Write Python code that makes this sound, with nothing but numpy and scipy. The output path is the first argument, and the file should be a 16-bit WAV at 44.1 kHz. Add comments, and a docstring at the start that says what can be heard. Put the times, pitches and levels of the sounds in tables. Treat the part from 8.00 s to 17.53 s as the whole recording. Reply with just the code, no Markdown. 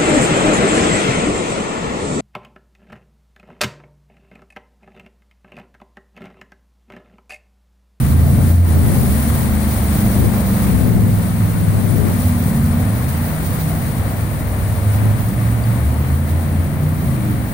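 """A V8 jet boat speeds away up a rocky river gorge, its throttle rising and falling, heard from the bank.
Its exhaust is a lumpy chord of sines over pulsed noise, the chord echoed by the cliffs; its water jet is filtered noise.
Close by, rapids rush and gurgle with ringing bubbles and the wake fizzes on flat rocks as noise and ticks.
Spray and single drops fall; gusts buffet the left microphone. Both microphone ports ring, and the
recorder's gain control ducks everything for a moment under loud booms and gusts."""
import sys
import numpy as np
from scipy import signal
from scipy.fft import rfft, irfft, next_fast_len
from scipy.io import wavfile
from scipy.ndimage import uniform_filter1d

SR = 44100
rng = np.random.default_rng(int(sys.argv[2]) if len(sys.argv) > 2 else 0)


def pcm_store(signal):
    """Save signal as 16-bit PCM."""
    levels = np.round(np.clip(np.atleast_2d(signal), -1, 1) * 32767)
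    wavfile.write(sys.argv[1], SR, levels.astype(np.int16).T)


N = 420273
TIME = np.arange(N) / SR
SIZE = next_fast_len(N, True)
FREQ = np.fft.rfftfreq(SIZE, 1 / SR)


def undb(db):
    """Decibels to amplitude gain."""
    return 10 ** (np.asarray(db) / 20)


def unit(x):
    """Scale to rms 1 over all channels together."""
    return x / np.sqrt(np.mean(x ** 2))


def curves(table):
    """The columns of a table after its times, as controls interpolated sample by sample."""
    times_s, *columns = np.transpose(table)
    return [np.interp(TIME, times_s, column) for column in columns]


def swells(table):
    """A bell-shaped rise in dB for each row, summed."""
    return sum(rise_db * np.exp(-((TIME - centre_s) / half_s) ** 2) for centre_s, half_s, rise_db in table)


def colour(x, table):
    """Filter by a spectrum of one column, or one for each ear; rms 1."""
    hz, *columns = np.transpose(table)
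    gain = undb([np.interp(np.log(FREQ + 1), np.log(hz), column) for column in columns])
    return unit(irfft(rfft(x, SIZE) * gain, SIZE)[:, :N])


def walk(rate):
    """Random control of rms 1: straight lines between chance values, drawn rate times a second."""
    knots = np.arange(int(N / SR * rate) + 3) - rng.random()
    return unit(np.interp(TIME * rate, knots, rng.standard_normal(len(knots))))


def spread(mid, side, side_db):
    """Left and right from a shared and an opposed part; rms 1."""
    return unit(mid + undb(side_db) * side * np.array([[1], [-1]]))


def pops(rate, scatter_db):
    """Random impulses at each ear, rate a second, mostly small with a few large ones; rms 1."""
    size = undb(scatter_db * np.minimum(rng.exponential(size=(2, N)), 6))
    struck = rng.random((2, N)) < rate / SR
    return unit(struck * size * rng.choice([-1, 1], (2, N)))


def ring(hz, cycles, glide):
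    """A bubble: a sine that dies by 60 dB in a number of cycles while its pitch rises."""
    turn = np.arange(int(SR * cycles / hz) + 2) * hz / SR
    decay = np.exp(-np.log(1000) * turn / cycles)
    return np.sin(2 * np.pi * turn * (1 + glide * turn / cycles / 2)) * decay


# gusts at the left microphone: centre_s, half_length_s, level_db
GUSTS = [(.3, 0.21, -15.5), (0.897, 0.25, -12.5), (1.47, 0.15, -19), (2.24, 0.079, -9), (2.92, 0.28, -10.5),
         (3.705, 0.27, -16), (4.018, 0.13, -11.5), (7.07, 0.086, -17), (9.17, .2, -23)]
# spectrum of wind in the port: pitch_hz, level_db
WIND_SPECTRUM = [(15, -22), (50, -6.5), (120, 2.5), (200, -5), (300, -10.5), (420, -16), (600, -25),
                 (900, -48), (2000, -59)]


def wind():
    """Gusts funnelled down the gorge buffet the left microphone only, as low noise."""
    strength = sum(undb(db) * np.exp(-((TIME - centre_s) / half_s) ** 2) for centre_s, half_s, db in GUSTS)
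    buffet = colour(rng.standard_normal(N), WIND_SPECTRUM) * strength * undb(0.66 * walk(25.43))
    return buffet * np.array([[1], [0]])


# spectrum of the rapids: pitch_hz, left_db, right_db
RAPIDS_SPECTRUM = [(40, -11, 5), (300, -1, -3.5), (650, -1, -5.5), (1050, 2, -4), (1570, -1.95, -7.5),
                   (1850, -0.5, -10.5), (2240, -4.5, -7), (2520, -10, -13.5), (4400, -18, -23.5),
                   (5040, -41, -34), (9000, -41, -28)]


def rapids(level_db):
    """Broken water: a broad rush with gurgling bubbles of many sizes, each size coming in its own bursts."""
    bubbles = np.zeros((2, N))
    for hz in np.geomspace(480, 4500, num=9):
        bursts = pops(rate=110, scatter_db=2) * undb(2.7 * walk(9))
        bubble = unit(ring(hz, cycles=9.0, glide=0.2)) * hz
        bubbles += signal.oaconvolve(bursts, bubble[None], axes=1)[:, :N]
    rush = rng.standard_normal((2, N)) + undb(-13.0) * unit(bubbles)
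    return colour(rush, RAPIDS_SPECTRUM) * undb(level_db + 0.52 * walk(14))


# spectrum of the foam: pitch_hz, left_db, right_db
FOAM_SPECTRUM = [(1000, 4, -1), (2720, 1, -1.5), (4400, 5, 3.5), (4970, 1, 0.5), (6770, -1.5, 0),
                 (8700, -0.2, -14), (12000, -0.5, -5), (16000, 0.5, -1.5)]


def foam(level_db):
    """The wake breaks on the rocks into countless tiny bursting bubbles, coming in flurries."""
    # a shared flicker, and a faster one of its own for each ear
    flurry_db = 0.28 * walk(11) + np.array([0.9 * walk(35), 1.8 * walk(35)])
    # the smallest bubbles give the sharpest ticks, stronger at the right ear
    ticks = unit(np.diff(pops(rate=4000, scatter_db=3.5), prepend=0))
    fizz = rng.standard_normal((2, N)) + undb([[-4], [0]]) * ticks
    return colour(fizz, FOAM_SPECTRUM) * undb(level_db + flurry_db)


# waves of the wake breaking along the bank: centre_s, half_length_s, foam_rise_db
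WAVES = [(1.15, 0.33, 2.5), (2, 0.5, 4), (2.62, 0.22, 3), (4.2, 0.32, 3.5), (5.5, 0.72, 3.5),
         (6.92, 0.27, 2), (7.7, 0.74, 2), (9.28, 0.24, 2.5)]
# the river settles steadily behind the boat
FOAM_START_DB, FOAM_FADE_DB_PER_S = -35.5, 0.8359
RAPIDS_START_DB, RAPIDS_FADE_DB_PER_S = -31.5, 0.2548
RAPIDS_WAVE_SHARE = .6  # of each wave's rise in dB


def river():
    """Each wave of the wake lifts the foam and, less so, the rapids; both die down with time."""
    wave_db = swells(WAVES)
    rapids_db = RAPIDS_START_DB - RAPIDS_FADE_DB_PER_S * TIME + RAPIDS_WAVE_SHARE * wave_db
    foam_db = FOAM_START_DB - FOAM_FADE_DB_PER_S * TIME + wave_db
    return rapids(rapids_db) + foam(foam_db)


# drops slapping the rock: start_s, level_db, pitch_hz
DROPS = [(.550, -37.5, 14200), (4.142, -36.5, 14500), (6.679, -37, 14900), (7.055, -34, 9800),
         (7.622, -37.5, 15000), (7.638, -34, 4600), (9.072, -41, 9400), (9.314, -38.5, 9700)]


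def drops():
    """Single drops land with a noise tick and a tiny ringing bubble."""
    out = np.zeros((2, N))
    for start_s, level_db, hz in DROPS:
        bubble = ring(hz, cycles=140, glide=.08)
        tick_decay = np.exp(-np.arange(len(bubble)) / SR / .002)
        tick = rng.standard_normal((2, len(bubble))) * tick_decay
        start = int(start_s * SR)
        out[:, start:start + len(bubble)] += undb(level_db) * (bubble + .5 * tick)
    return out


# spectrum of the falling spray: pitch_hz, level_db
SPRAY_SPECTRUM = [(3000, -11), (8000, -12), (9400, -16), (10600, -1), (11800, -6), (13500, -10),
                  (16000, -10)]
SPRAY_START_S, SPRAY_ATTACK_S, SPRAY_HOLD_S = 0.79, 0.055, 0.29
SPRAY_DB, SPRAY_FADE_DB_PER_S = -38.5, 27


def spray():
    """A sheet of fine droplets patters down behind the boat: a sudden start, a short hold, a fade."""
    patter = rng.standard_normal((2, N)) + undb(-5) * pops(rate=3000, scatter_db=9)
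    age_s = TIME - SPRAY_START_S
    attack = np.clip(age_s / SPRAY_ATTACK_S, 0, 1)
    fade_db = SPRAY_FADE_DB_PER_S * np.maximum(age_s - SPRAY_ATTACK_S - SPRAY_HOLD_S, 0)
    return colour(patter, SPRAY_SPECTRUM) * attack * undb(SPRAY_DB - fade_db)


# spectrum of the water jet: pitch_hz, left_db, right_db
JET_SPECTRUM = [(120, -20, -10), (300, -2.5, -2), (500, 4, 2), (697, 3.5, 0), (884, -3, -10),
                (1420, -21, -17), (4000, -51, -51)]
# level of the water jet: time_s, level_db
JET_LEVEL = [(0, -39), (.3, -31), (.9, -30.5), (1.5, -33), (2.1, -30), (2.8, -31), (3.6, -36), (4, -33),
             (5.9, -33), (9.53, -35.5)]


def jet():
    """The hollow roar of water thrown from the stern, far off: noise nearly alike at both ears."""
    level_db, = curves(JET_LEVEL)
    roar = colour(spread(*rng.standard_normal((2, N)), side_db=-24), JET_SPECTRUM)
    return roar * undb(level_db + 1.0 * walk(16))


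# strong tones of the uneven firing, by range: multiple_of_cycle_rate, level_db
DEEP_TONES = [(3, 2)]
MIDDLE_TONES = [(5, 2), (6, -9)]
UPPER_TONES = [(8, 2), (9, 0), (11, -2)]
WHINE_TONES = [(13, -6)]
STRONG_TONES = DEEP_TONES + MIDDLE_TONES + UPPER_TONES + WHINE_TONES
# the pipe's lowest resonance: pitch_hz, level_db
BOOM_SPECTRUM = [(20, -41), (38, -28), (55, -6), (75, -1), (125, -3), (160, -11), (220, -19.5), (500, -60)]
# the pipe's upper resonances: pitch_hz, level_db
GROWL_SPECTRUM = [(110, -10), (165, -6.5), (195, 1), (235, -0.5), (265, -4), (300, -5.5), (345, -14),
                  (600, -42), (1500, -69)]
# level of the rough burble: time_s, boom_db, growl_db
BURBLE_LEVEL = [(0, -19.5, -25), (.3, -13.5, -25), (.9, -19.5, -21.5), (1.6, -23, -27), (2.1, -17, -26),
                (2.85, -22, -27.5), (3.3, -22.5, -30), (3.95, -24, -32), (4.3, -24, -27),
                (4.8, -22.5, -26.5), (5.25, -24.5, -29), (5.9, -21.5, -28.5), (6.3, -23.5, -30),
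                (6.9, -18.5, -33.5), (7.3, -22.5, -28), (8.2, -29, -28.5), (8.6, -24, -26.5),
                (9.25, -23.5, -28), (9.53, -27.5, -28.5)]


def burble(cycle_hz):
    """Eight gas puffs a cycle blow through the water and ring the pipe; part of their pattern repeats every cycle."""
    boom_db, growl_db = curves(BURBLE_LEVEL)
    cycle = np.cumsum(cycle_hz) / SR
    gas_noise = spread(*rng.standard_normal((2, N)), side_db=-9)
    puffs = gas_noise * (1 + .7 * np.cos(2 * np.pi * 8 * cycle))
    weak_orders = np.setdiff1d(np.arange(2, 17), [order for order, _ in STRONG_TONES])
    throb = sum((1 + .5 * walk(4)) * np.sin(2 * np.pi * (order * cycle + rng.random()))
                for order in weak_orders)
    # all of the throb's power lies low, so a small share stands level with the broad gas noise there
    gas = puffs + undb(-24.5) * unit(throb)
    return colour(gas, BOOM_SPECTRUM) * undb(boom_db) + colour(gas, GROWL_SPECTRUM) * undb(growl_db)


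# each tone swells as it slides through a resonance of the pipe: pitch_hz, level_db
PIPE = [(52, -25), (63, -17), (75, -0.5), (85, -1), (98, 0), (113, 1.5), (124, -3), (136, -1), (146, -4),
        (158, 0.5), (205, 0), (243, -0.5), (268, -8.5), (310, -6.5), (420, -15)]


def partials(cycle_hz, tones, level_db):
    """Tones on multiples of the cycle rate; the pipe colours them and they flutter as the hull bounces."""
    cycle = np.cumsum(cycle_hz) / SR
    pipe_hz, pipe_db = np.transpose(PIPE)
    total = np.zeros(N)
    for order, tone_db in tones:
        resonance_db = np.interp(np.log(order * cycle_hz), np.log(pipe_hz), pipe_db)
        size = undb(level_db + tone_db + resonance_db + 1.8 * walk(12))
        total += size * np.sin(2 * np.pi * (order * cycle + rng.random()) + 0.14 * walk(13))
    return total


def gorge(x, t60, side_db):
    """Scattered cliff echoes: decaying noise tails, one shared by the ears and one opposed."""
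    t = np.arange(2 * SR) / SR
    tails = rng.standard_normal((2, len(t))) * np.exp(-np.log(1000) * t / t60)
    tails /= np.linalg.norm(tails, axis=1, keepdims=True)
    mid, side = signal.fftconvolve(x[None], tails, axes=1)[:, :N]
    return spread(mid, side, side_db) * np.std(x)


# level of the exhaust's deepest tone: time_s, level_db
DEEP_LEVEL = [(0, -27.5), (.17, -6.5), (.36, -21), (.55, -9), (.75, -10.5), (.88, -21.5), (1.6, -19.5),
              (2.7, -19.5), (4.6, -26), (5.15, -21.5), (5.4, -28.5), (7.3, -30), (7.7, -17), (8.95, -23.5),
              (9.2, -33)]
# level of its middle tones: time_s, level_db
MIDDLE_LEVEL = [(0, -18.5), (1.4, -27.5), (2.2, -24), (2.75, -33), (3.03, -17), (3.2, -24), (4.3, -21),
                (4.65, -23), (4.85, -20.5), (5.2, -26.5), (6.5, -27.5), (7.05, -18), (7.4, -26.5),
                (7.7, -16.5), (8.1, -28), (9.3, -19.5), (9.53, -30.5)]
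# level of its upper tones, shaded once the boat is behind the rocks: time_s, level_db
UPPER_LEVEL = [(0, -30), (1.2, -30.5), (2, -25), (3, -24.5), (3.95, -29.5), (4.8, -24.5), (5.05, -32.5),
               (6.8, -42.5), (7.7, -33.5), (8.7, -37), (9.25, -31), (9.53, -32)]
# the whine stands out as the throttle is lifted: centre_s, half_length_s, rise_db
LIFTS = [(4.4, .45, 12.5), (9.27, 0.29, 11.5)]
# the far cliff's echo grows as the boat nears the bend, then eases: time_s, level_db
CLIFF_LEVEL = [(0, -25.5), (7, -7.5), (9.5, -13)]
CLIFF_DELAY_S = .27


def drone(cycle_hz):
    """Uneven firing of the two cylinder banks gives a lumpy chord that echoes in the gorge."""
    deep_db, = curves(DEEP_LEVEL)
    middle_db, = curves(MIDDLE_LEVEL)
    upper_db, = curves(UPPER_LEVEL)
    tones = partials(cycle_hz, DEEP_TONES, deep_db)
    tones += partials(cycle_hz, MIDDLE_TONES, middle_db)
    tones += partials(cycle_hz, UPPER_TONES, upper_db)
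    tones += partials(cycle_hz, WHINE_TONES, upper_db + swells(LIFTS))
    # the far cliff returns the pitch of a moment ago and beats with it
    cliff = np.interp(TIME - CLIFF_DELAY_S, TIME, tones) * undb(curves(CLIFF_LEVEL)[0])
    # root 2 gives a sine of amplitude 1 an rms of 1
    return np.sqrt(2) * (tones + cliff) + undb(-12.5) * gorge(tones, t60=0.96, side_db=-2.5)


# engine speed as the cycle rate, half the crank speed: time_s, cycle_rate_hz
REVS = [(0, 26.4), (.6, 29.3), (1.1, 25), (1.55, 25.8), (2, 23.7), (2.35, 24.9), (3.05, 21.1), (3.95, 20.3),
        (4.6, 17.2), (4.85, 19), (5.1, 27.5), (5.4, 31.8), (5.8, 31.5), (6.15, 22), (6.55, 19), (7.3, 22.3),
        (7.7, 22.7), (8.05, 26.6), (8.95, 30.8), (9.2, 24), (9.53, 22.4)]


def boat():
    """Exhaust tones and burble share the engine's speed; the jet roars behind them."""
    cycle_hz, = curves(REVS)
    return jet() + burble(cycle_hz) + drone(cycle_hz)


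def scene():
    """A little wind, the near river with its drops and spray, and the far boat."""
    return wind() + river() + drops() + spray() + boat()


# the recorder's gain control: rms ceiling, time over which it listens, recovery time
CEILING_DB, LISTEN_S, RECOVER_S = -9.5, 0.042, 0.055


def gain_control(x):
    """Turns both ears down while the louder one exceeds the ceiling, then recovers, so booms duck the river."""
    power = uniform_filter1d(x ** 2, int(LISTEN_S * SR), axis=1).max(axis=0)
    excess_db = np.maximum(10 * np.log10(np.maximum(power, 1e-12)) - CEILING_DB, 0)
    # a running maximum under a rising exponential makes each cut in dB decay exponentially
    recovery = np.exp(TIME / RECOVER_S)
    cut_db = np.maximum.accumulate(excess_db * recovery) / recovery
    return x * undb(-cut_db)


# microphone ports, left then right: pitch_hz, width_hz, gain_db
PORTS = [(9360, 1350, 15.5), (15180, 1450, 16)]
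TOP_HZ = 15750


def record(dry):
    """Each port rings at its own pitch; gain control acts, peaks are rounded and the top is cut steeply."""
    ports = []
    for hz, width_hz, gain_db in PORTS:
        damping = 1j * FREQ * width_hz
        ports.append(1 + (undb(gain_db) - 1) * damping / (hz ** 2 - FREQ ** 2 + damping))
    ringing = irfft(rfft(dry, SIZE) * np.array(ports), SIZE)[:, :N]
    heard = gain_control(ringing)
    rounded = heard / (1 + (heard / .95) ** 8) ** (1 / 8)
    top_cut = signal.ellip(12, .2, 90, TOP_HZ, fs=SR, output="sos")
    return signal.sosfilt(top_cut, rounded)


dry = scene()
out = record(dry)
pcm_store(out)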